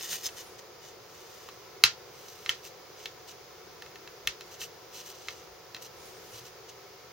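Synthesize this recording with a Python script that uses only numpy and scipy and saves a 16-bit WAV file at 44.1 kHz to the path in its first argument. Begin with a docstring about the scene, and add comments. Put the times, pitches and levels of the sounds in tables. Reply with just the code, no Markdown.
"""A steel clamp, heard up close, is picked up with a short scrape and set on an aluminium jig.
It lands with one sharp click and rocks into place with fainter ticks; each contact rings the clamp
and shakes the jig and the bench. Grainy friction sounds the metal's resonances as the fingers slide
over it and let go, and the hand swishes softly and leans on the bench.
A small workshop answers, with a steady ventilation drone, faint hiss and a little hum."""
import sys
import numpy as np
from scipy import signal
from scipy.fft import rfft, irfft, next_fast_len
from scipy.io import wavfile
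from scipy.ndimage import map_coordinates

SR = 44100
rng = np.random.default_rng(int(sys.argv[2]) if len(sys.argv) > 2 else 0)


def put_to_file(sound):
    """Save the sound as 16-bit audio at rate SR, in the file named by the first command-line argument."""
    columns = np.atleast_2d(sound).T  # one column per channel
    safe = np.clip(columns, -1, 1)
    whole_steps = np.round(safe * 32767)
    wavfile.write(sys.argv[1], SR, whole_steps.astype(np.int16))


N = 313992


def amp(db):
    return 10 ** (np.asarray(db) / 20)


def unit_rms(x):
    return x / np.sqrt(np.mean(x ** 2) + 1e-20)


def along(points, hz):
    """Read a curve of (Hz, value) points on a log frequency axis."""
    freqs, values = np.transpose(points)
    return np.interp(np.log(hz + 1), np.log(freqs + 1), values)


def clock():
    return np.arange(N) / SR


def wobble(rate):
    """A smooth random curve, rate knots a second."""
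    knots = rng.standard_normal(int(N * rate / SR) + 4)
    return map_coordinates(knots, [np.arange(N) * rate / SR])


def filtered(x, response):
    """EQ x with a gain given as a function of Hz."""
    n = x.shape[-1]
    padded = next_fast_len(n + SR // 8)
    return irfft(rfft(x, padded) * response(np.fft.rfftfreq(padded, 1 / SR)), padded)[..., :n]


def add(track, start, sound):
    """Mix a sound in from start seconds."""
    part = track[..., max(round(start * SR), 0):][..., :sound.shape[-1]]
    part += sound[..., :part.shape[-1]]


def stereo_noise(spectrum, likeness):
    """Noise of rms 1, coloured by (Hz, dB) points and widened by (Hz, left-right likeness) points."""
    def mid_side_gains(hz):
        angle = np.arccos(np.clip(along(likeness, hz), -1, 1)) / 2
        return amp(along(spectrum, hz)) * [np.cos(angle), np.sin(angle)]
    mid, side = filtered(rng.standard_normal((2, N)), mid_side_gains)
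    return unit_rms(np.array([mid + side, mid - side]))


# The ventilation's low rush. Each row: frequency in Hz, spectral level in dB.
DRONE_SPECTRUM = [(15, -39), (25, -16.5), (43, -26), (70, -11.5), (162, -9.5), (234, -17), (273, -17),
                  (305, -12), (367, -1), (515, -2), (592, -8.5), (690, -10), (723, -9), (781, -10.5),
                  (1000, -11), (1300, -36), (2200, -120)]
# The airy hiss above it. Each row: frequency in Hz, spectral level in dB.
HISS_SPECTRUM = [(590, -30), (1000, -4), (1320, -3.5), (1660, -8), (1740, -5.5), (1930, -8.5), (2110, -5.5),
                 (2510, -9.5), (3050, -10), (4650, -9), (5000, -5), (5400, -9), (5940, -7.5), (7390, -16),
                 (7920, -28.5), (8490, -22), (12700, -23.5), (15600, -10.5)]
# Stereo width of both. Each row: frequency in Hz, left-right likeness (1 is mono).
AMBIENCE_LIKENESS = [(60, 0.98), (130, 0.69), (290, 0.68), (640, 0.53), (1410, 0.51), (3100, 0.29),
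                     (6820, 0.17), (15000, 0.0)]
# The motor's tones. Each row: pitch in Hz, rms level in dB.
HUM_TONES = [(120, -73), (739, -66.5), (1308, -70.5)]

def workshop():
    """The background bed: ventilation drone, faint hiss and slightly unsteady motor hum."""
    drone = amp(-53 + wobble(3.84) / 2) * stereo_noise(DRONE_SPECTRUM, AMBIENCE_LIKENESS)
    hiss = amp(-51.5 + wobble(2.315) / 2) * stereo_noise(HISS_SPECTRUM, AMBIENCE_LIKENESS)
    hum = sum(amp(db + wobble(3.05)) * unit_rms(np.sin(2 * np.pi * hz * clock() + 0.51 * wobble(5)))
              for hz, db in HUM_TONES)
    return drone + hiss + hum


# The workshop's short reverb. Each row: frequency in Hz, seconds to fall 60 dB.
ROOM_DECAY = [(150, 0.16), (1500, 0.15), (5000, 0.19), (8000, 0.14), (14000, 0.057)]

def room(x, build_s):
    """The walls answer with a diffuse tail, different left and right."""
    hz, t, noise = signal.stft(rng.standard_normal((2, SR // 3)), SR, nperseg=256)
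    tail = signal.istft(noise * amp(-60 * t / along(ROOM_DECAY, hz)[:, None]), SR, nperseg=256)[1]
    tail *= 1 - np.exp(-np.arange(tail.shape[1]) / SR / build_s)  # echoes thicken as more walls answer
    return signal.fftconvolve(x[None], tail / np.linalg.norm(tail[0]), axes=1)


# Bumps of the bench top. Each row: centre in seconds, level in dB, pitch in Hz.
BENCH_BUMPS = [(0.13, -56.5, 168), (4.278, -52, 48), (5.52, -60, 62), (6.36, -56, 111), (6.42, -53.5, 123)]

def bench_bumps():
    """Soft, low thuds as the hand leans on the bench."""
    t = clock()
    return sum(amp(db) * np.exp(-((t - centre) / 0.031) ** 2) * np.sin(2 * np.pi * hz * (t - centre))
               for centre, db, hz in BENCH_BUMPS)


# Hand moves. Each row: fastest moment in seconds, half length in seconds, level in dB, top pitch in Hz.
HAND_SWEEPS = [(0.392, 0.15, -51.5, 1290), (4.476, 0.03, -57.5, 1340), (6.05, .085, -52.5, 1410),
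               (6.289, 0.18, -53.5, 1340)]

def hand_swish():
    """Air and fuzzy high overtones swell with the hand's speed, and the overtones glide up with it."""
    sag, flutter_db = 0.25, 4  # share of the pitch lost at rest; how far each overtone comes and goes
    t, out = clock(), np.zeros((2, N))
    fuzz = 1 + .02 * wobble(1500)
    flutter = {harmonic: amp(flutter_db * wobble(45)) for harmonic in range(7, 12)}
    air = stereo_noise([(4000, -1.0), (7000, 0), (9000, -8), (15000, -27)], [(9000, 0.22)])
    for centre, half_s, db, pitch_hz in HAND_SWEEPS:
        speed = np.exp(-np.minimum(((t - centre) / half_s) ** 2, 20))
        phase = 2 * np.pi * np.cumsum(pitch_hz * (1 - sag * (1 - speed)) * fuzz) / SR
        overtones = unit_rms(sum(gain * np.sin(harmonic * phase) for harmonic, gain in flutter.items()))
        out += amp(db) * speed * (amp(-9) * overtones + amp(-3) * air)
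    return out


# Stereo placement of close sounds. Each row: frequency in Hz, lead of the left side in radians.
LEFT_LEAD = [(0, 0), (3190, -0.34), (6030, -0.59), (7920, 0.3), (8350, -1.3), (15300, -1.7)]

def close_stereo(x):
    """A near sound reaches the left and right microphone ports out of step."""
    return filtered(x, lambda hz: np.exp(.5j * along(LEFT_LEAD, hz) * np.array([[1], [-1]])))


# The raw colour of friction. Each row: frequency in Hz, spectral level in dB.
FRICTION_SPECTRUM = [(500, -12), (1000, -10.5), (1700, -6), (2400, -6), (3300, -3), (4400, -1.5), (6300, 1),
                     (7400, -3), (8300, -3.5), (11000, -14.5), (13500, -3.5), (15800, -6)]

def friction(resonances):
    """Noise of rms 1, made grainy by tiny catches, in the resonances of the rubbed metal."""
    noise = stereo_noise(FRICTION_SPECTRUM, [(2000, .75), (6000, .7), (12000, .55)])
    catches = amp(2.2 * wobble(700) + 1.3 * wobble(90))
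    metal = lambda f: amp(sum(db / (1 + (2 * (f - hz) / width) ** 2) for hz, width, db in resonances))
    return unit_rms(close_stereo(filtered(noise * catches, metal)))


# Resonances of the rubbed clamp: lifted in the hand, squeaking, and seated on the jig.
# Each row: centre in Hz, width in Hz, boost in dB.
LIFTED_PEAKS = [(1880, 220, 11), (2520, 120, 5), (2950, 170, 12), (3580, 180, 8), (4150, 150, 4),
                (4650, 150, 3), (5250, 300, 4), (5900, 200, 4), (6280, 200, 8), (7050, 170, 8),
                (8750, 350, 8), (13450, 250, 6), (14000, 200, 6)]
SQUEAK_PEAKS = [(3000, 300, 4), (3550, 250, 7), (5180, 180, 15), (5800, 200, 7), (6270, 220, 14),
                (7280, 200, 7), (14850, 300, 12)]
SEATED_PEAKS = [(2650, 250, 6), (2950, 220, 9), (3320, 170, 4), (4040, 170, 8), (5000, 250, 3),
                (5970, 250, 8), (6280, 200, 3), (8450, 300, 4), (13200, 250, 6)]
# Strokes of metal and skin over the clamp.
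# Each row: start in seconds, length in seconds, level in dB, treble boost in dB.
RUB_STROKES = [(0.017, 0.15, -40.5, 2), (0.111, 0.044, -38, 6.5), (0.237, 0.036, -38.5, 2.5),
               (0.259, 0.0068, -30, 0.5), (0.373, .04, -43.5, -2), (0.592, 0.0042, -43, -8),
               (0.837, 0.058, -48, -6), (1.133, 0.34, -56, 1), (2.18, 0.34, -55, 3),
               (2.646, 0.031, -46.5, 1), (2.988, 0.065, -50, -5), (3.283, .035, -48, -3),
               (4.518, .03, -47, -2.5), (4.609, 0.035, -40.5, 1.5), (4.944, 0.073, -45, -0.5),
               (5.063, 0.042, -46, 2.5), (5.15, 0.23, -51.5, -4), (5.825, .006, -47, 8.5),
               (5.85, 0.014, -45.5, 0.5), (6.339, 0.055, -47.5, -2), (6.454, 0.027, -51.5, 1),
               (6.692, 0.0087, -47, -5)]

def scraping():
    """Slides and short slips; the clamp squeaks as it comes free and sounds duller once seated."""
    squeak_at_s, squeak_half_s, seated_at_s = 0.266, 0.037, 1.8
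    t = clock()
    squeak_share = np.exp(-((t - squeak_at_s) / squeak_half_s) ** 2)
    seated = friction(SEATED_PEAKS)
    lifted = np.sqrt(1 - squeak_share) * friction(LIFTED_PEAKS)
    squeak = np.sqrt(squeak_share) * friction(SQUEAK_PEAKS)
    grains = np.where(t > seated_at_s, seated, lifted + squeak)
    treble = filtered(grains, lambda hz: along([(6500, 0.36), (10000, 1)], hz))
    body_power, treble_power = np.zeros((2, N))
    for start, length, db, treble_db in RUB_STROKES:
        power = (amp(db) * rub_envelope(t, start, length)) ** 2
        body_power += power
        treble_power += power * amp(treble_db) ** 2
    return np.sqrt(body_power) * (grains - treble) + np.sqrt(treble_power) * treble


def rub_envelope(t, start, length):
    """Attack, hold and release of one rub; longer strokes start and end more gently."""
    attack_s, release_s = 0.0048 + 0.15 * length, 0.0054 + 0.24 * length
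    early = np.maximum(start - t, 0) / attack_s
    late = np.maximum(t - start - length, 0) / release_s
    return np.exp(-np.minimum(early + late, 20))


def ring(modes, t, scatter_db, colour=lambda hz: 0):
    """Damped modes, struck at slightly new strengths; neighbours swing in opposite senses."""
    hz, db, t60 = np.transpose(modes)
    gains = amp(db + colour(hz) + scatter_db * rng.standard_normal(len(hz))) * (-1) ** np.arange(len(hz))
    return gains @ (np.sin(2 * np.pi * hz[:, None] * t) * amp(-60 * t / t60[:, None]))


# Modes of the jig's freely ringing frame and of the thudding bench.
# Each row: pitch in Hz, level in dB, seconds to fall 60 dB.
JIG_MODES = [(1277, -7, .2), (1400, -4, .2), (1840, -3, .18), (1992, -9, .16), (2649, -2, .18),
             (2790, -3, .17), (2925, -3, .2), (3237, 0, .2), (4065, -4, .19), (4297, -6, .15),
             (4410, -4, .18), (5137, -6, .18), (5990, -8, .17), (6270, -11, .19)]
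BENCH_MODES = [(65, -3.5, 0.065), (120, -2, 0.16), (358, -1.5, 0.064), (450, 7, 0.038), (696, -11, 0.009)]

def jig_and_bench(db, knock_db):
    """A blow rings the frame and knocks the bench under it."""
    t = np.arange(SR // 3) / SR
    frame = amp(-33.5 + db / 4) * ring(JIG_MODES, t, scatter_db=1)  # hard blows free the frame to ring
    knock = amp(knock_db - 42) * ring(BENCH_MODES, t, scatter_db=5)
    return amp(db) * (frame + knock)


def unit_blow(x):
    """Scale to the energy of a unit peak lasting half a millisecond."""
    return x / np.sqrt(np.sum(x ** 2) / (SR / 2000))


def tint(hz, pitch_hz, emphasis_db, brightness_db):
    """Colour of a touch in dB: its place favours one pitch, and a harder touch has more treble."""
    width_octaves = 0.17
    favour = emphasis_db * np.exp(-(np.log2((hz + 1) / pitch_hz) / width_octaves) ** 2)
    return favour + brightness_db * along([(5000, 0.099), (11000, 0.38)], hz)


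# The bare snap of metal on metal. Each row: frequency in Hz, spectral level in dB.
CRACK_SPECTRUM = [(400, -21.5), (950, -6.5), (1350, 0), (2300, 1.5), (2900, -3), (3600, -0.5), (4300, -2),
                  (6200, -2), (7200, -8), (9500, -17.5), (11500, -16), (15000, -10)]

def crack(burst, pitch_hz, emphasis_db, brightness_db):
    """Shape a burst into a metallic snap, tinted by the touch."""
    colour = lambda hz: tint(hz, pitch_hz, emphasis_db, brightness_db) + along(CRACK_SPECTRUM, hz)
    return filtered(burst, lambda hz: amp(colour(hz)))


# Modes of the clamp, damped by the hand. Each row: pitch in Hz, level in dB, seconds to fall 60 dB.
CLAMP_MODES = [(1170, -21, .04), (1500, -13, .018), (1820, -7, .025), (2100, -7, .022), (2650, -4, .04),
               (3080, -4, .02), (3320, -7, .016), (3680, -8, .022), (4070, -3, .028), (4450, -8, .014),
               (5120, -5, .02), (5550, -10, .011), (6080, -10, .018), (6330, -13, .025), (7250, -14, .02),
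               (8400, -20, .012), (9500, -22, .006), (11200, -8, .009), (12300, -13, .005),
               (13500, -14, .005), (15000, -21, .005)]

def clamp_click(pitch_hz, emphasis_db, brightness_db):
    """Metal meets metal: a noisy snap layered with the brief ring of the clamp."""
    t = np.arange(SR // 16) / SR
    chatter = rng.standard_normal(len(t)) * amp(-60 * t / 0.019)
    snap = crack(chatter, pitch_hz, emphasis_db / 2, brightness_db)
    colour = lambda hz: tint(hz, pitch_hz, emphasis_db, brightness_db)
    clank = ring(CLAMP_MODES, t, scatter_db=0.03, colour=colour)
    return unit_blow(unit_rms(clank) + amp(-4.5) * unit_rms(snap))


# The clamp meets the jig. Each row: start in seconds, level in dB, favoured pitch in Hz, its emphasis
# in dB, bench knock trim in dB, brightness in dB (a share of it lifts the treble).
CLAMP_HITS = [(0.009, -29.5, 5230, 10, -10, 2), (0.128, -26, 3000, -2, -3, 6),
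              (0.265, -24, 6100, 34, -3, 14), (0.289, -33, 3020, 8, -8, 5), (1.488, -32, 1270, 39, 12, 0),
              (1.838, 2.5, 4340, 11.5, 0.5, 12), (2.283, -36, 6000, 19, -3, -3),
              (2.461, -23, 2000, 13, -3, -25), (2.493, -9.5, 3150, 23, -1, 4),
              (3.057, -22.5, 3500, 13, -10, -10), (3.822, -30.5, 1900, 10, 2, 14),
              (3.862, -39, 3500, -12, 0, -3), (3.957, -35, 1800, 13, 2, -4),
              (4.075, -33.5, 1890, -1, 4, -16), (4.273, -11, 3380, 11, 6, 15),
              (4.409, -30.5, 4560, 5, -11, 8), (4.419, -40, 4970, 0, -3, 0), (4.615, -26, 2880, 20, 1, 6),
              (5.2844, -21, 2020, 11, 6, -18), (5.7465, -25.5, 4050, 7.5, 11, -8),
              (5.765, -33.5, 3000, 3, -3, -3)]

def clamp_contacts():
    """Each hit clicks, rebounds twice (weaker, duller, lower), shakes the jig and echoes in the room."""
    flight_s, rebound_drops_db, rebound_pitch_ratio = 0.0032, (15, 22), 0.623
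    room_send_db = -10
    near, far = np.zeros(N), np.zeros((2, N))
    impulse = signal.unit_impulse(SR // 20, SR // 1000)
    for start, db, pitch_hz, emphasis_db, knock_db, brightness_db in CLAMP_HITS:
        add(near, start, amp(db) * clamp_click(pitch_hz, emphasis_db, brightness_db))
        for bounce, drop_db in enumerate(rebound_drops_db, 1):
            rebound = clamp_click(rebound_pitch_ratio * pitch_hz, emphasis_db=33,
                                  brightness_db=brightness_db - 17)
            add(near, start + bounce * flight_s, amp(db - drop_db) * rebound)
        add(near, start, jig_and_bench(db, knock_db))
        # the room hears all sides of the clamp, so its answer is more evenly coloured
        send = unit_blow(crack(impulse, pitch_hz, emphasis_db / 4, brightness_db))
        add(far, start, amp(db + room_send_db) * room(send, build_s=.006))
    return close_stereo(near) + far


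def scene():
    return clamp_contacts() + scraping() + bench_bumps() + hand_swish() + workshop()


def record(dry):
    """A narrow dip near 8 kHz, an overload on the hardest click, and a steep cut at the very top."""
    dip_hz, width_hz, top_hz = 7980, 500, 15850
    dip = lambda hz: 1 - .95j * hz * width_hz / (dip_hz ** 2 - hz ** 2 + 1j * hz * width_hz)
    clipped = np.clip(filtered(dry, dip), -.95, .95)
    return filtered(clipped, lambda hz: 1 / np.sqrt(1 + (hz / top_hz) ** 300))


dry = scene()
out = record(dry)
put_to_file(out)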